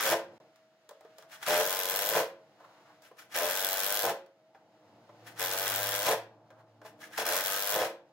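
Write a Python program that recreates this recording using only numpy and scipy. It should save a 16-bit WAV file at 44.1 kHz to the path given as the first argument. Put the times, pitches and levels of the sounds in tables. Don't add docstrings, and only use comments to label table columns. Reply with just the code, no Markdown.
import sys
import numpy as np
from scipy import signal
from scipy.fft import rfft, irfft, next_fast_len
from scipy.io import wavfile
from scipy.ndimage import uniform_filter1d, map_coordinates

SR = 44100
rng = np.random.default_rng(int(sys.argv[2]) if len(sys.argv) > 2 else 0)


def to_wav(s):
    ch = np.atleast_2d(s).T
    pcm = np.round(np.clip(ch, -1, 1) * 32767)
    wavfile.write(sys.argv[1], SR, pcm.astype(np.int16))


def ratio_of_db(decibels):
    return 10 ** (np.asarray(decibels, float) / 20)


N = 358091


def sounding_rms(x):
    power = np.mean(np.atleast_2d(x) ** 2, axis=0)
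    smooth = uniform_filter1d(power, size=2000)
    return np.sqrt(np.median(smooth[smooth > .1 * smooth.max()]))


def at_hz(points, size):
    hz = np.maximum(np.arange(size // 2 + 1) * SR / size, 1)
    table = np.array(points)
    return np.interp(np.log(hz), np.log(table[:, 0]), table[:, 1])


def colour(x, spectrum):
    size = next_fast_len(N)
    y = irfft(rfft(x, size) * ratio_of_db(at_hz(spectrum, size)), size)[..., :N]
    return y / sounding_rms(y)


def high_pass(x, hz):
    return signal.sosfilt(signal.butter(4, hz, "high", fs=SR, output="sos"), x)


# (frequency [Hz], likeness [0-1])
LIKENESS = [(60, 0.91), (300, 0.92), (900, 0.96), (1800, 0.51), (3000, 0.25), (8000, 0.66), (15000, 0.2)]
# (frequency [Hz], left leads by [rad])
PORT_LEAD = [(0, 0), (2070, 0.15), (3100, 8), (3960, 12), (6030, 10), (6890, 5), (8100, 18), (9040, 13.5),
             (10300, 19), (11800, 26), (12100, 20.5), (14000, 16), (15100, 23.5), (16300, 24)]


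def stereo_noise():
    size = next_fast_len(N)
    left, other = rfft(rng.standard_normal((2, size)))
    alike = np.clip(at_hz(LIKENESS, size), 0, 1)
    lead = np.interp(np.arange(len(left)) * SR / size, *np.transpose(PORT_LEAD))
    right = alike * np.exp(-1j * lead) * left + np.sqrt(1 - alike ** 2) * other
    return irfft(np.array([left, right]), size)[:, :N]


def drift(rate):
    steps = rng.standard_normal(int(N / SR * rate) + 2)
    return map_coordinates(steps, [np.arange(N) / SR * rate], order=1)


def ring(clicks, hz, t60):
    r = ratio_of_db(-60 / (t60 * SR))
    w = 2 * np.pi * hz / SR
    return signal.lfilter([0, np.sin(w)], [1, -2 * r * np.cos(w), r * r], clicks + 1e-18)


def fade(clicks, t60):
    return signal.lfilter([1], [1, -ratio_of_db(-60 / (t60 * SR))], np.abs(clicks) + 1e-18)


def train(at_s, sizes):
    out = np.zeros(N)
    np.add.at(out, np.clip(np.round(at_s * SR).astype(int), 0, N - 1), sizes)
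    return out


def hump(full_s, ends_s, db, rise, fall):
    t = np.arange(N) / SR
    return db + np.minimum(0, np.minimum(rise * (t - full_s), fall * (ends_s - t)))


def loudest(levels):
    return np.maximum(np.max(list(levels), axis=0), -140)


# (time [s], rumble level [dB])
MACHINES = [(0.3, -58), (0.6, -72.5), (0.9, -75), (1.1, -68.5), (1.4, -66), (2.4, -66.5), (2.8, -64.5),
            (3.3, -67.5), (4.3, -72.5), (4.7, -66), (5.3, -56.5), (6.3, -61), (6.7, -66), (7.1, -59.5),
            (8.1, -65.5)]
# (frequency [Hz], density [dB per Hz])
RUMBLE = [(35, -61), (60, -44), (107, -5), (189, -7), (237, -6.5), (268, -23.5), (306, 0), (423, -12.5),
          (471, -4), (651, -6), (678, -3.5), (755, -4), (1500, -22), (1950, -47), (3300, -120)]
# (loudest [s], level [dB], rise [dB/s], fall [dB/s])
STIRRING = [(0.35, -68, 24, 16), (1.05, -68, 20, 13), (2.75, -66, 20, 14.5), (5.25, -65.5, 15, 24),
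            (7.151, -76.5, 58, 11)]
# (frequency [Hz], density [dB per Hz])
RUSTLE = [(700, -35.5), (1300, -0.5), (2000, -4.5), (3000, -7.5), (5500, -12), (9000, -24), (15000, -26)]
# (frequency [Hz], level [dB rms])
HUMS = [(232, -88), (301, -80), (463, -82.5), (748, -88.5), (870, -83)]
# (full [s], fades from [s], level [dB])
WHINES = [(0.42, 0.465, -63.5), (0.55, 0.637, -67), (0.92, 1.363, -61.5), (2.36, 2.45, -66.5),
          (4.3, 4.75, -68), (6.5, 6.88, -67), (7.0, 7.1, -66)]
# (full [s], fades from [s], level [dB], rise [dB/s], fall [dB/s])
SWELLS = [
    (5.3, 5.5, -61.5, 35, 39),
    (5.705, 5.88, -51, 80, 37),
    (6.62, 6.82, -65, 60, 40),
]
# (starts [s], ends [s])
PAUSE_S = (0.382, .4)


def shop():
    t = np.arange(N) / SR
    rumble_db = np.interp(t, *np.transpose(MACHINES))
    rumble = ratio_of_db(rumble_db + drift(6.9)) * colour(stereo_noise(), RUMBLE)

    stirring_db = loudest(hump(s, s, db, rise, fall) for s, db, rise, fall in STIRRING)
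    rustle = ratio_of_db(np.maximum(-76, stirring_db) + drift(23)) * colour(stereo_noise(), RUSTLE)

    def tone(hz, wander=1.9, rate=13):
        return np.sqrt(2) * np.sin(2 * np.pi * hz * t + wander * drift(rate))

    busy_db = rumble_db - rumble_db.mean()
    hums = sum(ratio_of_db(db + 2.5 + busy_db + 3.0 * drift(7.1)) * tone(hz) for hz, db in HUMS)
    swell_db = loudest(hump(*row, rise=80, fall=80) for row in WHINES)
    whine_db = np.maximum(-71.5, swell_db) + 2.5 * drift(15)
    hums = hums + ratio_of_db(whine_db + drift(30)) * tone(638)

    low_db = loudest(hump(*row) for row in SWELLS) + 2.5 * drift(9)
    low_hum = ratio_of_db(low_db) * tone(112.6, wander=.7, rate=10)
    return rumble + rustle + hums * (t > PAUSE_S[1]) + low_hum


# (frequency [Hz], decay time t60 [s])
REVERB = [(200, 0.52), (530, 0.28), (1390, 0.35), (3680, 0.3), (9700, 0.19)]


def room(x):
    t = np.arange(SR // 2) / SR
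    _, frames, cells = signal.stft(stereo_noise()[:, :len(t)], SR, nperseg=256)
    cells = cells * ratio_of_db(-60 * frames / at_hz(REVERB, size=256)[:, None])
    tail = signal.istft(cells, SR, nperseg=256)[1][:, :len(t)]
    tail = tail * np.clip(t / 0.0015, 0, 1)
    return signal.fftconvolve(x, tail / np.sqrt(np.sum(tail ** 2) / 2), axes=1)[:, :N]


# (full [s], ends [s], level [dB], fall [dB/s])
RUBBING = [
    (2.61, 2.66, -54, 59),
    (2.873, 2.89, -55, 131),
    (6.58, 6.606, -56.5, 199.5),
]
# (frequency [Hz], density [dB per Hz])
SCUFF = [(350, -31.5), (650, -4), (1000, 0.5), (1700, -8), (2400, -18.5), (4000, -24), (9000, -35)]


def rubbing():
    rub_db = loudest(hump(a, b, db, 400, fall) for a, b, db, fall in RUBBING)
    return ratio_of_db(rub_db - 5.5 + 3 * drift(77)) * colour(stereo_noise(), SCUFF)


# (frequency [Hz], bandwidth [Hz], level [dB])
HOUSING = [(1262, 21, -9), (1418, 76, -9), (1591, 100, -1.5), (1793, 36, -10.5), (2015, 73, -11.5),
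           (2397, 79, -9), (3290, 220, -5.5), (5350, 370, -4), (6340, 990, -8)]


def housing(clicks):
    rings = 0
    for k, (hz, width, db) in enumerate(HOUSING):
        t60 = np.log(1000) / np.pi / width
        rings = rings + (-1) ** k * ratio_of_db(db) * np.sqrt(width) * ring(clicks, hz, t60)
    return high_pass(rings, hz=766)


# (frequency [Hz], level [dB], decay time t60 [s])
BOARD = [(336, -6, 0.18), (366.2, -9, 0.22), (443.6, -5, 0.38), (486.7, 1.5, 0.24), (544.3, -3.5, 0.63),
         (601.5, 0, 0.29), (676.7, 2, 0.2), (775, 1, 0.13), (860, -3, 0.17), (943, 2.5, 0.12),
         (1030.6, 4, 0.12)]


def wood(at, sizes, spread_db, ring_share):
    odds = rng.standard_normal((len(at), len(BOARD)))
    rings = 0
    for k, (hz, db, t60) in enumerate(BOARD):
        clicks = train(at, sizes * ratio_of_db(db + spread_db * odds[:, k]))
        rings = rings + (-1) ** k * ring(clicks, hz, ring_share * t60)
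    return high_pass(rings, hz=312)


# (time [s], peak [dB], knock [Hz], shell over knock [dB], tick over knock [dB])
TAPS = [(0.4, -51, 638, -17, -22), (0.559, -65, 630, 3, 0), (0.891, -47.5, 473, -2.5, -3),
        (0.91, -41.5, 596, -34, -19), (1.008, -47.5, 605, -8.5, -14.5), (1.049, -43, 463, -11.5, -32),
        (1.183, -45.5, 657, -8, -4.5), (1.224, -59, 638, 9, 1), (2.604, -45, 652, -15, -25),
        (3.021, -53, 620, -9.5, -6), (3.113, -44, 490, -14, -32), (4.262, -51.5, 537, -8.5, -15.5),
        (4.547, -48, 783, -4.5, -37), (5.092, -44, 600, -10.5, -43), (6.401, -62.5, 638, -17, -30),
        (6.504, -48, 627, -4, -21), (6.59, -69, 640, 8, -29), (6.816, -42, 634, -9, -26),
        (6.85, -35.5, 648, -17, -25)]
# (frequency [Hz], density [dB per Hz])
TICK = [(1500, -33), (3500, 2), (6500, -1.5), (11000, -8.5), (15500, -6)]


def taps():
    at, peak_db, knock_hz, shell_db, tick_db = np.transpose(TAPS)
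    knock = sum(ring(train(at[k:k + 1], ratio_of_db(peak_db[k] - 4.5)), knock_hz[k], .12) for k in range(len(at)))
    knock = knock + wood(at, ratio_of_db(peak_db - 19.0), spread_db=-5.5, ring_share=0.57)
    touch = train(at, ratio_of_db(peak_db + shell_db))
    rattle = 0.2 * fade(touch, .06) * rng.standard_normal(N)
    shell = ratio_of_db(-28.0) * housing(touch + rattle)
    tick = fade(train(at, ratio_of_db(peak_db + tick_db + 3.5)), 0.028) * colour(stereo_noise(), TICK)
    scuff = ratio_of_db(-5.5) * fade(touch, 0.16) * colour(stereo_noise(), SCUFF)
    soft = signal.butter(2, 2600, fs=SR, output="sos")
    return high_pass(signal.sosfilt(soft, knock + shell) + scuff + tick, hz=249)


# (time [s], length [s], first frequency [Hz], last frequency [Hz], level [dB])
YELPS = [(1.313, 0.064, 1170, 1740, -65), (1.42, 0.024, 1360, 1960, -56), (3.19, 0.027, 1312, 1824, -58),
         (5.265, 0.04, 1667, 2370, -50), (7.006, .055, 1550, 2500, -52), (7.127, 0.05, 1540, 2500, -49)]


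def yelps():
    out, t = np.zeros(N), np.arange(N) / SR
    rough = .4 + drift(300)
    for start, length, first_hz, last_hz, db in YELPS:
        part = np.clip((t - start) / length, 0, 1)
        glide = np.sin(2 * np.pi * np.cumsum(first_hz + (last_hz - first_hz) * part) / SR)
        note = np.sin(2 * np.pi * 1.1 * first_hz * t)
        out += ratio_of_db(db) * np.sin(np.pi * part) * rough * (.6 * glide + note)
    return out


# (frequency [Hz], density [dB per Hz])
WHIR = [(500, -22), (900, -7), (1260, -7), (1770, -4.5), (2100, -10), (2420, -7.5), (2900, -11.5),
        (5300, -16.5), (8200, -18.5), (11600, -18), (15800, -22)]


def motor(whir_db):
    hiss = ratio_of_db([[1.5], [0]]) * colour(stereo_noise(), WHIR)
    teeth = housing(rng.standard_normal(N) * (rng.random(N) < 600 / SR))
    teeth = teeth / sounding_rms(teeth)
    level = ratio_of_db(whir_db - 3.5 + 1.4 * drift(40))
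    return level * (ratio_of_db(2.4 * drift(350)) * hiss + ratio_of_db(-6.5) * teeth)


# (full [s], ends [s], level [dB])
BOOM = [
    (1.522, 1.582, -24.5),
    (3.424, 3.43, -24.5),
    (7.284, 7.327, -32.5),
]
# (frequency [Hz], decay time t60 [s])
BOOM_NOTE = (606, 0.19)


def boom(at):
    boom_db = loudest(hump(*row, rise=274, fall=258.5) for row in BOOM)
    in_step = np.round(at * BOOM_NOTE[0]) / BOOM_NOTE[0]
    return ring(train(in_step, ratio_of_db(boom_db[(at * SR).astype(int)] - 9.5)), *BOOM_NOTE)


# (frequency [Hz], decay time t60 [s])
THUD = (170, .035)


def board(at, board_db, binding):
    share = np.clip(binding, 0, 1)

    def now(curve, s):
        return curve[(s * SR).astype(int)]

    sizes = ratio_of_db(now(board_db, at)) * np.sqrt(1 - now(share, at))
    struck = wood(at + .0015, sizes, spread_db=1, ring_share=.3)
    struck = signal.lfilter([.12], [1, -.88], struck)
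    slips = np.sort(rng.uniform(0, N / SR, 4000))
    jerks = rng.standard_normal(len(slips)) * ratio_of_db(now(board_db, slips)) * np.sqrt(now(share, slips))
    creak = wood(slips, jerks, spread_db=2.5, ring_share=0.68)
    creak = signal.lfilter([.08], [1, -.92], creak)
    thud = high_pass(ring(train(slips, jerks), *THUD), hz=109)
    return ratio_of_db(-4.0) * struck + ratio_of_db(-10.0) * creak + ratio_of_db(-17) * thud


# (starts [s], eases [s], anvil crack [dB], board [dB], motor [dB])
DRIVES = [
    (0.001, 0.11, -37, -37.5, -30),
    (1.463, 2.17, -37, -35, -37.5),
    (3.359, 4.03, -36.5, -37.5, -37),
    (5.392, 6.09, -37.5, -36, -36.5),
    (7.177, 7.221, -45, -30, -32),
    (7.258, 7.76, -37, -38.5, -36),
]
# (starts [s], ends [s], board [dB], motor [dB])
BITES = [
    (1.465, 1.607, -27, -29.5),
    (3.345, 3.457, -32.5, -33.5),
    (5.396, 5.44, -34.5, -33.5),
    (7.254, 7.367, -33, -32.5),
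]
# (flush [s], trigger let go [s], board [dB], motor [dB], build-up [dB/s])
SEATS = [
    (0.114, 0.136, -23.5, -29, 161),
    (2.163, 2.211, -27, -31.5, 90),
    (4.035, 4.097, -26, -33.5, 899),
    (6.065, 6.13, -25, -30, 392.5),
    (7.798, 7.848, -25, -31.5, 123),
]
# (full speed [s], let go [s], whir level [dB])
SQUEEZES = [(1.187, 1.208, -59.5), (1.326, 1.342, -44), (1.43, 1.474, -41.5), (3.036, 3.075, -57.5),
            (3.186, 3.218, -50.5), (3.33, 3.35, -43), (5.271, 5.3, -49.5), (5.386, 5.39, -40.5),
            (6.862, 6.872, -50.5), (7.018, 7.046, -47), (7.134, 7.175, -45.5)]


def effort():
    strike = 2499
    crack_db = loudest(hump(a, b, db, strike, 196) for a, b, db, _, _ in DRIVES)
    run = [hump(a, b, 0, strike, 598) for a, b, *_ in DRIVES]
    bite = [hump(a, b, 0, strike, 201) for a, b, *_ in BITES]
    seat = []
    for flush, let_go, _, _, rise in SEATS:
        burst_s = max(row[0] for row in DRIVES if row[0] < flush)
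        running = np.arange(N) > SR * burst_s
        seat.append(np.where(running, hump(flush, let_go, 0, rise, 420), -140))
    shapes = run + bite + seat
    pairs = [row[3:5] for row in DRIVES] + [row[2:4] for row in BITES] + [row[2:4] for row in SEATS]
    board_dbs, motor_dbs = np.transpose(pairs)
    squeezes = [hump(*row, rise=695, fall=403) for row in SQUEEZES]
    board_db = loudest(s + db for s, db in zip(shapes, board_dbs))
    whir_db = loudest([s + db for s, db in zip(shapes, motor_dbs)] + squeezes)
    binding = 0.067 + 0.28 * ratio_of_db(loudest(seat))
    return crack_db, board_db, binding, whir_db


# (time [s], blows struck so far [count])
BLOWS = [
    [(0.0086, 0), (0.1104, 11), (0.1217, 12)],
    [(1.473, 0), (1.6007, 11), (1.8118, 31), (1.9309, 42), (2.0812, 57), (2.1803, 68), (2.2002, 70),
     (2.2319, 72)],
    [(3.3506, 0), (3.4339, 7), (3.5322, 16), (3.7823, 40), (3.8848, 50), (4.0411, 66), (4.0645, 68),
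     (4.0974, 69)],
    [(5.3955, 0), (5.5037, 10), (5.6078, 20), (5.7608, 35), (6.0209, 61), (6.0777, 67), (6.1118, 70),
     (6.1384, 72)],
    [(7.1818, 0), (7.2234, 3)],
    [(7.2541, 0), (7.2904, 3), (7.3345, 7), (7.45, 18), (7.5941, 32), (7.733, 46), (7.7889, 52),
     (7.8283, 56)],
]


def blow_times():
    runs = []
    for burst in BLOWS:
        times, counts = np.transpose(burst)
        run = np.interp(np.arange(burst[-1][1] + 1), counts, times)
        smooth = signal.filtfilt(np.ones(5) / 5, 1, run[:-2], padlen=min(12, len(run) - 3))
        runs.append(np.r_[smooth, run[-2:]])
    return np.concatenate(runs)


# (frequency [Hz], level [dB], decay time t60 [s])
ANVIL = [(3380, -16, 0.0023), (6100, -8.5, 0.0032), (9690, -18.5, 0.0022), (11730, -3, 0.003),
         (12570, 1, .002), (13840, 1.5, 0.0025), (14820, -3, 0.0012), (15400, 3, 0.0014)]
# (frequency [Hz], density [dB per Hz])
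CLATTER = [(700, -35.5), (1500, -15), (3300, 7.5), (5500, 1.5), (8500, 2.5), (11500, 1.5), (15800, -13.5)]


def hammer(at, crack_db):
    loose = at + .0002 * rng.standard_normal(len(at))
    crack_size, tick_size, echo_size = ratio_of_db(3.0 * rng.standard_normal((3, len(at))))
    crack = 0
    for hz, db, t60 in ANVIL:
        late, uneven = rng.standard_normal((2, len(at)))
        main = train(loose - .0001 + .00008 * late, crack_size * ratio_of_db(db + 2.5 * uneven))
        first_tick = train(loose - .0007, tick_size * ratio_of_db(db - 12.5))
        crack = crack + ring(main + first_tick, hz, t60)
    crack = high_pass(crack, hz=2500)
    crack = np.array([ratio_of_db(2.5) * crack, ratio_of_db(-6.0) * np.roll(crack, shift=11)]) / sounding_rms(crack)
    bounce = train(loose, crack_size) + ratio_of_db(-12) * train(loose + 0.0024, echo_size)
    clatter = colour(fade(bounce, 0.014) * stereo_noise(), CLATTER)
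    shell = housing(train(at, crack_size ** 0.34))
    shell = np.array([ratio_of_db(-2.0) * shell, np.roll(shell, shift=3)]) / sounding_rms(shell)
    return ratio_of_db(crack_db) * (ratio_of_db(1.5) * crack + ratio_of_db(-2) * clatter + ratio_of_db(-5) * shell)


def scene():
    crack_db, board_db, binding, whir_db = effort()
    at = blow_times()
    work = hammer(at, crack_db) + board(at, board_db, binding) + motor(whir_db)
    work = work + boom(at) + yelps() + taps()
    return work + ratio_of_db(-6.5) * room(high_pass(work, hz=212)) + rubbing() + shop()


def band_limit(x):
    return signal.sosfilt(signal.butter(12, 16740, fs=SR, output="sos"), x)


def record(dry):
    t = np.arange(N) / SR
    outside_s = np.maximum(PAUSE_S[0] - t, t - PAUSE_S[1])
    live = np.clip(outside_s / 0.0016, .05, 1)
    x = signal.sosfilt(signal.butter(2, 70, "high", fs=SR, output="sos"), dry * live)
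    x = .34 * np.tanh(x / .34)
    x = signal.sosfilt(signal.ellip(10, .5, 60, 15900, fs=SR, output="sos"), x)
    return band_limit(x)


dry = scene()
out = record(dry)
to_wav(out)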